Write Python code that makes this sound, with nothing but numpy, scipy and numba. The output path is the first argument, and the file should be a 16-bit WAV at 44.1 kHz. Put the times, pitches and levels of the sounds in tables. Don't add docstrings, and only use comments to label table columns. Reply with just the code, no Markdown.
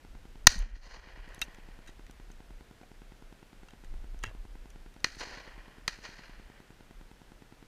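import sys
import numpy as np
from scipy import signal
from scipy.fft import rfft, irfft
from scipy.io import wavfile
from scipy.ndimage import uniform_filter1d
from numba import njit

SR = 44100
rng = np.random.default_rng(int(sys.argv[2]) if len(sys.argv) > 2 else 0)


def generate_wav(signal):
    frames = np.transpose(np.atleast_2d(signal))
    scaled = np.clip(frames, -1, 1) * 32767
    pcm = np.round(scaled).astype(np.int16)
    wavfile.write(sys.argv[1], SR, pcm)


N = 338232

# f/Hz, relative level/dB
HISS_SPECTRUM = [(59, -31.5), (100, -0.5), (319, -6), (541, -8.5), (917, -11.5), (1160, -14), (1490, -11.5),
                 (3050, -17), (12600, -30), (15500, -36)]
HISS_DB = -61.5
# t/s, rumble level/dB
WIND_LEVELS = [(0, -46), (.2, -45), (.42, -47), (.5, -29), (.6, -23), (.7, -38.5), (.98, -49.5),
               (1.18, -41), (1.42, -50), (1.65, -50.5), (2.5, -52), (3.4, -57), (3.8, -53), (3.92, -41.5),
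               (4.65, -48), (4.85, -52), (5.28, -50.5), (5.801, -55), (6.35, -53), (6.8, -58), (7., -53.5),
               (7.67, -61)]
FLUTTER_DB, GUST_DB, GUST_S = -17, 2.5, .08
BEACON_FIRST_S, BEACON_PERIOD_S = .04885, .1024
BEACON_MS, BEACON_DB = 1.72, -40.5

# f/Hz, width/Hz, level/dB
CASE_MID_MODES = [(1257, 330, -9.5), (1550, 380, -2), (1901, 310, 1.5), (2407, 350, -4.5), (2864, 350, -7),
                  (3226, 410, -9.5)]
CASE_TREBLE_MODES = [(3730, 340, -8), (4030, 320, -5.5), (4292, 410, -1), (4940, 800, -5)]
CASE_BASS_MODES = [(301, 230, -6), (546.3, 280, -1), (874, 410, -1), (1092, 250, 0.5)]
CASE_SIZZLE_MODES = [(7482, 1900, 2.5), (9363, 990, 0), (10360, 870, -4.5), (11900, 580, -9),
                     (12400, 710, -9), (14000, 1400, -8)]
CASE_HIGH_MODES = [(5800, 350, 0.5), (6348, 540, -2.5), (7040, 500, -8)]
RANGES = CASE_MID_MODES, CASE_TREBLE_MODES, CASE_BASS_MODES, CASE_SIZZLE_MODES, CASE_HIGH_MODES
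HIGH_DB, HIGH_LOSS = -3.5, 1.6

# t/s, mid level/dB, blast length/ms, share of it that the upper ranges last, treble/dB, bass/dB, sizzle/dB,
# pressure push/dB, afterblast/dB relative to the blast, ground scatter/dB, scatter t60/s
BLASTS = [(0.469, 9.5, 3.93, 0.84, 2, -16, -16.5, 5, -24.5, -43, 0.27),
          (5.043, -20.5, 2.72, 0.77, -2.5, -14, -16.5, -29.5, -11.5, -27.5, 0.55),
          (5.878, -24, 3.14, 0.72, -2.5, -15, -16, -32.5, -8, -25.5, 0.48)]
# t of peak/s, mid level/dB, rise/ms, relative treble/dB, relative bass/dB
ECHO_SLAPS = [(0.526, -36, 25, 1.5, -8), (.619, -44, 24, -27, -6), (.729, -55.5, 9.7, -19, -12.5),
              (.764, -52.5, 10.3, -4.5, -10), (.92, -59, 8.3, -5, -3.5), (.945, -61.5, 11.3, -3, 4),
              (5.196, -55.5, 9.7, 1.5, -14), (5.216, -41.5, 8, -6, -1.5), (5.34, -55.5, 9.5, -9.5, -6),
              (6.036, -55, 4.8, -3, -5.5), (6.054, -48.5, 8.3, -7, -8), (6.565, -64, 6.6, -16.5, -11.5)]
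ECHO_SIZZLE_DB, SIZZLE_LOSS = -13.5, 2
SLAP_T60_PER_RISE = 11.9
# t of arrival/s, mid level/dB, hold/s, fade/(dB/s), relative bass/dB
WOOD_ROLLS = [(0.841, -54.5, 0.24, 19.5, -3), (5.238, -53.5, 0.13, 30, -3), (6.074, -59, 0.17, 31.5, -8)]
ROLL_RISE_S, ROLL_TREBLE_DB, ROLL_DULL_DB_PER_S, ROLL_DULLEST_DB = 0.062, -3, 28, -13

# t/s, level/dB, f/Hz, t60/s
MOUNT_THUDS = [(.475, -36, 40, 0.16), (.522, -37, 240, 0.11), (.558, -24.5, 192, 0.067),
               (0.578, -8, 31, 0.24), (.58, -26, 62, 0.15), (.655, -44.5, 221, 0.22),
               (1.423, -40, 44.7, 0.13), (4.263, -37.5, 98, 0.155)]
# t/s, peak level/dB, contact/ms, ring over scrape/dB, best rung f/Hz
STEEL_KNOCKS = [(.59, -26, .92, -8, 7300), (1.172, -53, 1.1, -12, 7300), (1.289, -53, 1.5, -10, 7300),
                (1.3449, -43, 3, -8, 10500), (1.357, -54, 2.1, -3, 5800), (1.3915, -43, 2.3, -6, 5800),
                (1.4152, -19, 3, -15, 7300), (1.4176, -22, 6.4, 9, 2900), (1.424, -40.5, 22, -22, 5800),
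                (1.545, -47, 3, -5, 3200), (1.862, -48.5, 6, -7, 3800), (1.873, -42.5, 14, -3, 3200),
                (1.895, -49.5, 6, -7, 3820), (2.065, -47.5, 2.1, -12, 3800), (2.1102, -45, 1.1, -12, 7300),
                (2.315, -48, 4.06, -10, 5800), (2.831, -42, 4.8, 0, 800), (3.685, -43, 3.9, 4, 2000),
                (3.706, -46.5, 2.5, -5, 3200), (3.844, -48, 5.5, -12, 3800),
                (4.19, -48.5, 1.96, -6.5, 5800), (4.228, -41.5, 11.7, 6, 2700),
                (4.2366, -26.5, 2.4, -12, 2700), (4.239, -24, 4.2, 6, 1750), (4.702, -47, 3.4, -13, 7300),
                (4.94, -50, 1.5, -1.5, 7300), (5.0031, -51, 1.5, -1.5, 7300), (5.156, -48, 2.1, -13, 5800)]
# f/Hz, relative level/dB, t60/s
STEEL_MODES = [(732, -11, 0.025), (1100, -13, .015), (1630, -20, 0.076), (1687, 2.5, 0.017),
               (2220, -17, 0.019), (2737, 8.5, 0.03), (3150, -9, 0.036), (3815, 3.5, 0.018),
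               (6120, -11, 0.013), (7300, -34, 0.0054), (10500, -17, 0.0076)]
TILT_DB, TILT_PER_OCTAVE_DB = 1, 3.5
CHATTER_FROM_S, CHATTER_GAP_S, CHATTER_DB, CHATTER_FADE_DB = 4.25, .0085, -36.5, 1.4
CHATTER_MS, CHATTER_RING_DB, CHATTER_HZ, CHATTER_SAG = 4, 4.5, 2350, 0.89
CEILING, TOP_HZ = .88, 15300


def undb(db):
    return 10 ** (np.asarray(db) / 20)


def unit(x):
    return x / np.sqrt(np.mean(x ** 2))


def hiss():
    hz, db = np.transpose(HISS_SPECTRUM)
    bin_hz = np.arange(N // 2 + 1) * SR / N
    gain = undb(np.interp(np.log(bin_hz + 1), np.log(hz), db))
    noise = irfft(rfft(rng.standard_normal(N)) * gain, N)
    return undb(HISS_DB) * unit(noise)


def lumps(depth_db, seconds):
    drift = uniform_filter1d(rng.standard_normal(N), int(seconds * SR))
    return undb(depth_db * unit(drift))


def buffeting(edges_hz):
    band_pass = signal.butter(3, edges_hz, "band", fs=SR, output="sos")
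    noise = unit(signal.sosfilt(band_pass, rng.standard_normal(N)))
    return lumps(GUST_DB, GUST_S) * noise


def wind():
    db = np.interp(np.arange(N) / SR, *np.transpose(WIND_LEVELS))
    rumble, flutter = buffeting((18, 42)), buffeting((50, 84))
    return undb(db) * (rumble + undb(FLUTTER_DB) * flutter)


def beacon():
    phase_s = (np.arange(N) / SR - BEACON_FIRST_S) % BEACON_PERIOD_S
    sag = -undb(BEACON_DB) * (phase_s * 1000 < BEACON_MS)
    ticks = signal.lfilter(*signal.butter(1, 110, "high", fs=SR), sag)
    return signal.lfilter(*signal.butter(1, 3000, fs=SR), ticks)


def band(x, hz, width):
    return signal.lfilter(*signal.iirpeak(hz, hz / width, fs=SR), x)


def case(x, modes):
    out = 0
    for k, (hz, width, db) in enumerate(modes):
        ringing = band(band(x, hz, 1.1 * width), hz, 1.1 * width)
        out = out + (-1) ** k * undb(db) * ringing
    return out


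def airborne(envs):
    out = 0
    for env, modes in zip(envs, RANGES):
        noise = rng.standard_normal(N)
        loudness = np.std(case(noise[:SR], modes))
        out = out + case(noise * env, modes) / loudness
    return out


def add(envs, shape, db, treble_db, bass_db, sizzle_db):
    high_db = HIGH_DB + HIGH_LOSS * treble_db
    levels_db = [db, db + treble_db, db + bass_db, db + sizzle_db, db + high_db]
    for env, level_db in zip(envs, levels_db):
        env += shape * undb(level_db)


def shots():
    t = np.arange(N) / SR
    direct, echoes = np.zeros((2, len(RANGES), N))
    push = blasts(t, direct, echoes)
    slaps(t, echoes)
    rolls(t, echoes)
    echoes = echoes * lumps(0.92, 0.0023) * lumps(2.2, 0.0067)
    flex = signal.lfilter(*signal.butter(1, (14, 600), "band", fs=SR), push)
    return airborne(direct + echoes) + flex


def blasts(t, direct, echoes):
    push = np.zeros(N)
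    for s, db, ms, share, treble_db, bass_db, sizzle_db, push_db, after_db, scatter_db, t60 in BLASTS:
        age, begun = np.maximum(t - s, 0), t >= s
        range_ms = ms * np.array([[1], [share], [1], [share], [share]])
        front = np.exp(-(age * 1000 / range_ms) ** 4)
        afterblast = undb(after_db - 60 * age / 0.04)
        None
        for k, range_front in enumerate(front):
            shapes = np.zeros((len(RANGES), N))
            add(shapes, begun * (range_front + afterblast), db, treble_db, bass_db, sizzle_db)
            direct[k] += shapes[k]
        add(echoes, begun * undb(scatter_db - 60 * age / t60), db, treble_db, bass_db, sizzle_db)
        push -= undb(push_db) * begun * np.exp(-((age * 1000 / ms - .55) / 0.38) ** 2)
    return push


def slaps(t, echoes):
    for s, db, rise_ms, treble_db, bass_db in ECHO_SLAPS:
        rise = np.exp(-((t - s) * 1000 / rise_ms) ** 2 / 2)
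        decay = undb(-60 * np.abs(t - s) * 1000 / (SLAP_T60_PER_RISE * rise_ms))
        sizzle_db = SIZZLE_LOSS * treble_db + ECHO_SIZZLE_DB
        add(echoes, np.where(t < s, rise, decay), db, treble_db, bass_db, sizzle_db)


def thuds():
    out = np.zeros(N)
    for s, db, hz, t60 in MOUNT_THUDS:
        age = np.maximum(np.arange(N) / SR - s, 0)
        build_up = 1 - np.exp(-4. * hz * age)
        out -= undb(db - 60 * age / t60) * build_up * np.sin(2 * np.pi * hz * age)
    return out


def clacks():
    out, t = np.zeros(N), np.arange(8192) / SR
    half = len(t) // 2
    hz, mode_db, t60 = np.transpose(STEEL_MODES)[:, :, None]
    rings = np.sin(2 * np.pi * hz * t) * undb(mode_db - 60 * t / t60)
    click = 1. * (t == 0)
    cavities = 0
    for modes, range_db in zip(RANGES, (8.0, -6.0, -11, -6, -2.5)):
        cavities = cavities + unit(case(click, modes)) * undb(range_db)
    bin_hz = np.arange(half + 1) * SR / len(t)
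    octave = np.log2(np.clip(bin_hz, 600, 11000) / 3000)
    for s, db, ms, ring_db, best_hz in STEEL_KNOCKS + chatter(count=8):
        scrape = rng.standard_normal(len(t)) * np.exp(-(t * 1000 / ms) ** 2)
        mode_gain = undb(3.1 * rng.standard_normal((len(hz), 1)) - 20.0 * np.abs(np.log2(hz / best_hz)))
        steel = np.sum(rings * mode_gain, axis=0)
        body = unit(cavities) + undb(ring_db) * unit(steel)
        tilt_db = TILT_DB + TILT_PER_OCTAVE_DB * np.log2(best_hz / 3000)
        knock = irfft(rfft(scrape) * rfft(body) * undb(tilt_db * octave))
        i = int(s * SR)
        out[i:i + half] += undb(db) * knock[:half] / np.abs(knock).max()
    return out


def rolls(t, echoes):
    for s, db, hold_s, fade_db, bass_db in WOOD_ROLLS:
        age = np.maximum(t - s, 0)
        treble_db = np.maximum(ROLL_TREBLE_DB - ROLL_DULL_DB_PER_S * age, ROLL_DULLEST_DB)
        sizzle_db = SIZZLE_LOSS * treble_db + ECHO_SIZZLE_DB
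        swell = np.clip(1 + (t - s) / ROLL_RISE_S, 0, 1) ** 2
        level_db = db - fade_db * np.maximum(age - hold_s, 0)
        add(echoes, swell, level_db, treble_db, bass_db, sizzle_db)


def chatter(count):
    bounces = []
    for k in range(count):
        time_chance, level_chance = rng.standard_normal(2)
        s = CHATTER_FROM_S + CHATTER_GAP_S * (k + .15 * time_chance)
        db = CHATTER_DB - CHATTER_FADE_DB * k + 1.5 * level_chance
        bounces.append((s, db, CHATTER_MS, CHATTER_RING_DB, CHATTER_HZ * CHATTER_SAG ** k))
    return bounces


def scene():
    return (hiss() + wind() + beacon() + shots() + thuds() + clacks())[None]


@njit
def duck(over_db, hold, release):
    cut, c, wait = np.empty(len(over_db)), 0., 0.
    for i in range(len(over_db)):
        if over_db[i] >= c:
            c, wait = over_db[i], hold
        elif wait > 0:
            wait -= 1
        else:
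            c = max(c - release, 0.)
        cut[i] = c
    return cut


def record(dry, threshold_db=-15.5, most_db=10.5, hold_s=0.19, release_db=14.5, ahead_s=0.016):
    loud_db = 10 * np.log10(uniform_filter1d(dry[0] ** 2, SR // 250) + 1e-12)
    cut = duck(np.clip(loud_db - threshold_db, 0, most_db), hold_s * SR, release_db / SR)
    cut = uniform_filter1d(np.roll(cut, -int(ahead_s * SR)), SR // 200)
    wet = CEILING * np.tanh(dry * undb(-cut) / CEILING)
    return signal.sosfilt(signal.ellip(8, .2, 70, TOP_HZ, fs=SR, output="sos"), wet)


dry = scene()
out = record(dry)
generate_wav(out)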